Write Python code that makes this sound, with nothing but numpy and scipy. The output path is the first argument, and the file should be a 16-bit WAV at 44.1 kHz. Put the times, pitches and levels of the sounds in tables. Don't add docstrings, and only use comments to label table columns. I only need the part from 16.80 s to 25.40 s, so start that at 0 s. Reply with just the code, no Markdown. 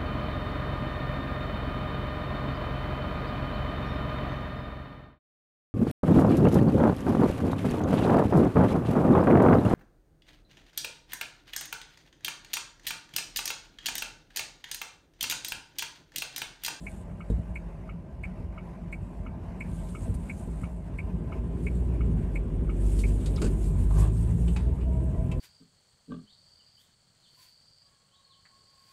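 import sys
import numpy as np
from scipy import signal
from scipy.fft import rfft, irfft
from scipy.io import wavfile
from scipy.ndimage import uniform_filter1d

SR = 44100
rng = np.random.default_rng(int(sys.argv[2]) if len(sys.argv) > 2 else 0)


def dump_mix(stems):
    frames = np.atleast_2d(stems).T
    limited = np.clip(frames, -1, 1)
    pcm = np.round(limited * 32767).astype(np.int16)
    wavfile.write(sys.argv[1], SR, pcm)


N = 379260
T = np.arange(N) / SR


def engine():
    # time in seconds, firing rate in Hz, relative level in dB.
    running = [(0, 47, -47), (2, 48, -45), (3.2, 49, -40), (4.5, 54, -37), (4.75, 56.5, -30),
               (5.05, 61, -27), (5.4, 51.5, -25.5), (5.7, 45.5, -33), (6.08, 48.8, -23.5),
               (6.42, 49.6, -26), (6.8, 46.7, -26), (7.1, 50, -22), (7.4, 54.8, -21.5), (7.98, 60.8, -24),
               (8.3, 65.5, -28), (8.6, 67.5, -31)]
    # middle in seconds, width in seconds, gain in dB.
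    idle_swells = [(1.223, 0.19, -6), (2.004, 0.24, 1.5), (2.557, 0.2, 3.5), (3.033, 0.21, 2.5),
                   (4.54, 0.093, 7)]
    firing_hz, load_db = curves(running)
    firing_phase = 2 * np.pi * np.cumsum(firing_hz) / SR
    cycle_hz, cycle_phase = firing_hz / 3, firing_phase / 3
    idle_db = gain_swells(idle_swells)
    boom = cabin_boom(cycle_hz, cycle_phase)
    idle = valve_clatter(firing_phase, cycle_phase, idle_db) + cabin_drone(idle_db)
    whine_and_buzz = gear_whine(firing_phase) + panel_buzz()
    waver_db = 1.1 * walk(14)
    return np.sqrt(2) * (boom * undb(load_db - 1.74 + waver_db) + whine_and_buzz) + idle


def cabin_boom(cycle_hz, cycle_phase):
    # multiple of the cycle rate, relative level in dB.
    orders = [(2, -6.5), (3, 1), (4, -10), (5, -17), (6, -11), (7, -22), (8, -25.5), (9, -16), (10, -24),
              (12, -25), (15, -28), (18, -28.5), (21, -23.5), (24, -31)]
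    # frequency in Hz, gain in dB.
    response = [(30, -25), (45, 0.5), (56, -1.5), (62, 0), (69, -6), (80, 0), (96, 0.5), (111, 2),
                (122, -6), (134, 6.5), (145, 0.5), (162, 8), (171, 3.5), (182, -4.5), (200, -17), (235, -3),
                (300, -3.5), (550, -7.5)]
    # middle and width in seconds, gain in dB.
    throttle = [(4.85, 0.31, 2), (7.314, 0.44, 3.5)]
    pull_db = gain_swells(throttle)
    boom = 0
    for multiple, db in orders:
        cabin_db = np.interp(multiple * cycle_hz, *np.transpose(response))
        shake = min(.1 + .025 * multiple, .5)
        amplitude = 1 + shake * walk(22)
        phase = multiple * cycle_phase + shake * walk(12) + rng.uniform(0, 2 * np.pi)
        boom = boom + undb(db + cabin_db + (multiple > 3) * pull_db) * amplitude * np.sin(phase)
    return boom


def tyres():
    # time in seconds, speed in m/s.
    speed = [(0, 0.69), (2, 0.82), (3, 1.26), (4.1, 1.2), (4.7, 3.4), (6, 4.2), (8.6, 6.3)]
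    # middle in seconds, width in seconds, rumble gain in dB.
    patches = [(1.624, 0.1, 3.5), (2.49, 0.34, 5.5), (3.34, 0.19, 8.5), (4.3, 0.21, 5.5), (5.33, 0.18, 7.5),
               (5.678, .15, -0.5), (7.267, 0.25, 1.5), (8.378, 0.26, 5.5)]
    # frequency in Hz, relative spectral density in dB.
    rumble_spectrum = [(20, -40), (33, -11), (45, 4.5), (60, 4.5), (72, 2.5), (100, -1), (130, -5),
                       (176, 0.5), (205, -9), (235, -8.5), (290, -23.5), (450, -72)]
    roar_spectrum = [(150, -37), (240, 6.5), (300, -1), (370, 2), (440, -4.5), (500, -9), (700, -23.5),
                     (1100, -30), (2000, -40.5), (2850, -36), (3500, -41), (9000, -96)]
    asphalt_s, crossing_s, asphalt_db = 6.83, .32, -6
    speed_decades = np.log10(curves(speed)[0])
    rough_db = gain_swells(patches)
    on_asphalt = np.clip(.5 + (T - asphalt_s) / crossing_s, 0, 1)
    rumble_db = -40.5 + 11.5 * speed_decades + rough_db
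    roar_db = -52.5 + 20.5 * speed_decades + .12 * rough_db + asphalt_db * on_asphalt
    rumble = colour(noise() * undb(1.7 * walk(19)), rumble_spectrum) * undb(rumble_db)
    roar = colour(noise() * undb(1.3 * walk(60)), roar_spectrum) * undb(roar_db)
    return rumble + roar


def indicator():
    # frequency in Hz, rise time in seconds, level in dB.
    closing = [(2291, .00194, -29.2), (2592, .003, -44.2), (1620, .002, -50), (1300, .0015, -52),
               (1020, .002, -51)]
    opening = [(1283, .0021, -40), (2270, .0024, -45), (2500, .002, -51), (2810, .0018, -53)]
    # delay in seconds, gain in dB.
    paths = [(0, -5.3), (.00278, 0), (.00636, -8.5), (.01082, -9), (.01462, -7.9), (.01902, -12.5)]
    # frequency in Hz, relative spectral density in dB.
    spit_spectrum = [(3000, -18), (4400, 2), (5600, -21), (7500, 7.5), (9500, 4.5), (11000, -7),
                     (13000, -7), (14200, -3)]
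    first_tick_s, flash_s, opens_after_s, timer_step_s = .0659, .686, .3384, .01
    tick_db, tock_db, last_tock_db, scatter_db = -.5, 1.5, 1, .6
    spring_lag_s, rebound_s, rebound_db = .002, .0088, -8
    t, out = T[:SR // 8], np.zeros(N)

    def reflected(modes):
        return sum(ring(np.maximum(t - delay, 0), hz, rise, db + path_db)
                   for hz, rise, db in modes for delay, path_db in paths)

    def diffuse(sound, db):
        wash = rng.standard_normal(len(t)) * envelope(t, rise=.012, t60=.12)
        return sound + undb(db) * signal.fftconvolve(sound, wash)[:len(t)]

    flashes = flash_s * np.arange(10)
    for s in first_tick_s + timer_step_s * np.round(flashes / timer_step_s):
        db = tick_db + scatter_db * rng.standard_normal()
        add(out, s, undb(db) * diffuse(reflected(closing), -41))
        spit = colour(rng.standard_normal(len(t)), spit_spectrum) * envelope(t, rise=.0029, t60=.16)
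        add(out, s - .008, spit * undb(db - 59.5 + 2 * rng.standard_normal()))
    housing, *spring = opening
    for flash in flashes:
        s = first_tick_s + opens_after_s + flash
        db = (last_tock_db if flash == flashes[-1] else tock_db) + scatter_db * rng.standard_normal()
        for lag, bounce_db in ((0, 0), (rebound_s, rebound_db)):
            add(out, s + lag, undb(db + bounce_db) * diffuse(ring(t, *housing), -32))
        add(out, s + spring_lag_s, undb(db) * diffuse(reflected(spring), -36))
    return out


def thumps():
    # start in seconds, level in dB, contact time in seconds.
    blows = [(0.501, -25.5, 0.0013), (0.522, -20, 0.0081), (0.556, -30, 0.02), (0.581, -24.5, 0.0044),
             (.69, -25.5, 0.0099), (1.6, -37.5, 0.0019), (3.215, -42, 0.0023), (3.279, -34, 0.0016),
             (3.299, -29.5, 0.0036), (3.341, -19, 0.015), (3.675, -34, 0.0016), (3.822, -26.5, 0.0061),
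             (4.565, -40, 0.0011), (5.82, -26, 0.0032), (6.618, -29, 0.0012), (6.645, -27, 0.0012),
             (6.865, -25, 0.0035), (7.201, -26, 0.0036), (8.051, -42, 0.0025)]
    # frequency in Hz, time to fall 60 dB in seconds, gain in dB.
    modes = [(60.1, 0.43, 3), (106, 0.085, 8), (170.8, 0.13, 5), (214.6, 0.12, 0.5), (333, 0.079, -1.5),
             (410, 0.062, 0), (452, 0.13, -5)]
    t, out = T[:SR // 2], np.zeros(N)
    for s, db, contact in blows:
        for hz, t60, mode_db in modes:
            amplitude = undb(db + mode_db) / (1 + (hz * contact) ** 2)
            add(out, s, amplitude * envelope(t, contact, t60) * np.sin(2 * np.pi * hz * t))
    return out


def control_clacks():
    # start in seconds, level in dB, time to fall 60 dB in seconds, tilt in dB per octave,
    # main mode in Hz, amplitude ratio of ringing to noise, gain of the side modes in dB.
    clacks = [(.497, -56.5, .13, 14, 3780, 0.82, -7), (1.986, -43, 0.055, -18, 660, 1, -7),
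              (3.086, -50.5, .05, 2, 4470, .3, 0), (3.34, -48.5, 0.1, 0, 9500, 1.3, 0),
              (6.187, -45, 0.14, 4, 4220, 0.7, 2), (6.458, -40.5, 0.11, 4.5, 3800, 0.77, -1),
              (6.56, -35.5, 0.025, 3, 5130, 2, -8), (6.565, -46.5, 0.12, 0, 3900, 1.6, 0),
              (6.616, -31.5, 0.08, 2, 1398, 0.63, -1), (6.619, -26, 0.28, -27, 400.3, 2.2, -2),
              (6.641, -37, 0.11, 2.5, 1510, 0.65, -4), (6.663, -42, 0.097, 0, 1500, .3, -2),
              (7.107, -25, .034, -17, 1000, 0.31, 0), (7.677, -45.5, .13, -1, 3020, 1.9, 0),
              (7.761, -34.5, 0.093, -2.5, 2570, 0.61, -4), (7.767, -46, 0.06, -5, 3780, 1, -9),
              (7.785, -49.5, 0.43, -4, 3840, 0.23, 0), (8.006, -54, 0.33, -4.5, 2900, .55, 0),
              (8.514, -40.5, 0.1, 4, 2630, 3.3, -2)]
    # multiple of the main frequency, relative level in dB.
    side_modes = [(0.799, -7.5), (.885, -3), (1.18, -8.5), (1.47, -16.5)]
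    # frequency in Hz, relative spectral density in dB.
    trim_spectrum = [(200, 5), (450, -3), (750, 8), (1300, 7), (2000, 4), (2650, 5), (3400, -2.5),
                     (4800, 3.5), (5600, -4.5), (7400, 2.5), (9300, -5), (11000, -12.5), (14000, -30)]
    t, out = T[:SR // 5], np.zeros(N)

    def loose_mode(hz):
        blur = np.cumsum(rng.standard_normal(len(t))) * np.sqrt(2 * np.pi * .04 * hz / SR)
        return np.sin(2 * np.pi * hz * t + blur)

    for s, db, t60, tilt_db, hz, share, side_db in clacks:
        ringing = loose_mode(hz)
        ringing += sum(undb(side_db + mode_db) * loose_mode(hz * ratio) for ratio, mode_db in side_modes)
        burst = colour(rng.standard_normal(len(t)), trim_spectrum, tilt_db)
        add(out, s, undb(db) * unit(burst + share * unit(ringing)) * envelope(t, rise=.0022, t60=t60))
    return out


def wheel_scrape():
    # frequency in Hz, relative spectral density in dB.
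    spectrum = [(300, -1), (450, 8), (620, 8.5), (850, 5.5), (1130, 8), (1380, -10), (1580, -2),
                (2100, -11), (2800, -11), (4000, -16), (8000, -38), (14000, -34)]
    judder_db = 1.5 * walk(60)
    pressure = swell(s=7.215, width=.083) * undb(-40.5 + judder_db)
    return pressure * colour(noise() * undb(1.3 * walk(250)), spectrum)


def clothing():
    # middle in seconds, width in seconds, level in dB.
    strokes = [(0.066, 0.16, -61.5), (.55, 0.39, -74.5), (2.306, 0.19, -75), (2.96, 0.13, -57.5),
               (3.19, 0.16, -58.5), (3.544, 0.18, -59.5), (3.806, 0.19, -63), (4.3, 0.96, -74.5),
               (4.923, 0.24, -64.5), (5.5, 1, -71), (6.17, 0.24, -53), (6.58, 0.41, -58), (6.865, 0.1, -57),
               (7.02, 0.088, -58), (7.13, 0.085, -60), (7.213, 0.089, -51), (7.394, 0.09, -56),
               (7.625, 0.3, -59.5), (8.3, 0.95, -68)]
    # frequency in Hz, relative spectral density in dB.
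    slide_spectrum = [(1000, -8), (2000, -10.5), (2700, -4), (4300, -8.5), (5500, -14), (7000, -2),
                      (8400, 3), (10000, -4), (12000, -12.5), (14300, -15)]
    drag_spectrum = [(1500, -26), (2900, -28), (4500, 1), (5600, 6.5), (7000, -3), (10000, 8), (14000, -9)]
    snags_per_s, snag_db, snag_scatter_db = 260, -8, 3.5
    stroke = swells(strokes)
    slips = undb(1.3 * walk(22) + 1.1 * walk(60) + 1.3 * walk(700) - .2)
    snags = (rng.random(N) < snags_per_s / SR) * np.sign(noise()) * undb(snag_scatter_db * noise())
    friction = colour(noise() * slips + undb(snag_db) * unit(snags), slide_spectrum)
    slide = flutter(friction, depth_db=2.2, band_hz=800, hold_s=.03)
    drag = colour(noise() * slips * undb(2.1 * walk(200)), drag_spectrum)
    return slide * stroke + drag * undb(-55) * (stroke / undb(-49.5)) ** 1.8


def cabin_drone(idle_db):
    # frequency in Hz, nominal width in Hz, level in dB.
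    resonances = [(176, 26, -45.5), (634, 20.6, -60.5), (683.5, 34, -69), (827, 75, -67),
                  (909.5, 30, -69.5), (1020, 33, -68), (1182, 17, -76), (1566, 31, -76)]
    cavity, *panels = [undb(db) * resonate(noise(), hz, width) for hz, width, db in resonances]
    return cavity * undb(1.95 * walk(10)) + sum(panels) * undb(idle_db + 2 * walk(15))


def valve_clatter(firing_phase, cycle_phase, idle_db):
    # frequency in Hz, relative spectral density in dB.
    spectrum = [(180, -34), (300, -4), (336, -1.5), (450, -8), (550, -4.5), (605, -11.5), (660, -4),
                (750, -8.5), (813, -11), (1020, -9), (1120, -15.5), (1250, -17.5), (1970, -20), (2510, -23),
                (2850, -25.5), (3240, -34), (10500, -40.5), (14000, -50)]
    throb = 1 + .11 * np.cos(firing_phase) + .04 * np.cos(cycle_phase)
    clatter = colour(noise() * throb * undb(1.6 * walk(25)), spectrum)
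    return flutter(clatter, depth_db=2, band_hz=180, hold_s=.04) * undb(-54 + .43 * idle_db)


def gear_whine(firing_phase):
    # middle and width in seconds, level of the tone in dB, level of the octave below in dB.
    surges = [(7.795, 0.059, -54, -64), (7.943, 0.034, -60, -60), (8.16, 0.098, -54.5, -56),
              (8.41, 0.086, -56.5, -55), (8.522, 0.019, -45, -57), (8.57, 0.06, -55, -46)]
    mesh_phase = 15.15 * firing_phase + .9 * walk(50)
    upper = swells([(s, width, db) for s, width, db, _ in surges]) * undb(2 * walk(45))
    lower = swells([(s, width, db) for s, width, _, db in surges]) * undb(2 * walk(35))
    return upper * np.sin(mesh_phase) + lower * np.sin(mesh_phase / 2)


def panel_buzz(hz=642):
    # middle in seconds, width in seconds, level in dB.
    bursts = [(7.86, .06, -54), (8.09, 0.041, -45), (8.17, .04, -49), (8.29, .12, -50.5),
              (8.39, 0.072, -46.5), (8.53, 0.097, -52)]
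    return np.sin(2 * np.pi * hz * T + 1.4 * walk(75)) * undb(1.8 * walk(60)) * swells(bursts)


def fuel_pump():
    # time in seconds, frequency in Hz.
    pitch = [(0, 584.5), (.69, 584), (1.22, 566), (2.3, 583), (3.24, 579.5), (4.2, 585)]
    phase = 2 * np.pi * np.cumsum(curves(pitch)[0]) / SR + .27 * walk(7.1)
    return np.sqrt(2) * np.sin(phase) * undb(-63.5 + .91 * walk(5.5))


def undb(db):
    return 10 ** (np.asarray(db) / 20)


def unit(x):
    return x / np.sqrt(np.mean(x ** 2))


def noise():
    return rng.standard_normal(N)


def walk(rate):
    hold = max(int(SR / rate), 1)
    steps = np.repeat(rng.standard_normal(N // hold + 1), hold)
    return unit(uniform_filter1d(uniform_filter1d(steps, hold), hold)[:N])


def curves(table):
    s, *columns = np.transpose(table)
    return [np.interp(T, s, column) for column in columns]


def colour(x, points, tilt_db=0):
    hz, db = np.transpose(points)
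    octave = np.log2(np.maximum(np.fft.rfftfreq(len(x), 1 / SR), 1))
    gain_db = np.interp(octave, np.log2(hz), db) + tilt_db * np.maximum(octave - np.log2(hz[1]), 0)
    return unit(irfft(rfft(x) * undb(gain_db), len(x)))


def resonate(x, hz, width):
    b, a = signal.iirpeak(hz, hz / (1.25 * width), fs=SR)
    return unit(signal.lfilter(b, a, signal.lfilter(b, a, x)))


def flutter(x, depth_db, band_hz, hold_s):
    spectrum = signal.stft(x, nperseg=512)[2]
    field = rng.standard_normal(spectrum.shape)
    for axis, span in enumerate((band_hz * 512 / SR, hold_s * SR / 256)):
        size = max(int(span), 1)
        field = uniform_filter1d(uniform_filter1d(field, size, axis=axis), size, axis=axis)
    return unit(signal.istft(spectrum * undb(depth_db * unit(field)))[1][:N])


def envelope(t, rise, t60):
    return (1 - np.exp(-t / rise)) * np.exp(-np.log(1000) * t / t60)


def ring(t, hz, rise, db):
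    return undb(db) * (t / rise) ** 2 * np.exp(2 - 2 * t / rise) * np.sin(2 * np.pi * hz * t)


def swell(s, width):
    return .5 ** (2 * ((T - s) / width) ** 2)


def swells(table):
    return np.sqrt(sum((undb(db) * swell(s, width)) ** 2 for s, width, db in table))


def gain_swells(table):
    return sum(db * swell(s, width) for s, width, db in table)


def add(out, s, sound):
    i = max(int(s * SR), 0)
    out[i:i + len(sound)] += sound[:max(len(out) - i, 0)]


def scene():
    car = engine() + fuel_pump() + tyres() + indicator() + thumps()
    return (car + control_clacks() + wheel_scrape() + clothing())[None]


def record(dry):
    low_hz, top_hz, edge_s = 24, 14200, .004
    thin = signal.sosfilt(signal.butter(2, low_hz, "high", fs=SR, output="sos"), dry)
    edges = np.clip(np.minimum(T, T[-1] - T) / edge_s, 0, 1)
    return signal.sosfilt(signal.ellip(12, .2, 80, top_hz, fs=SR, output="sos"), thin * edges)


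dry = scene()
out = record(dry)
dump_mix(out)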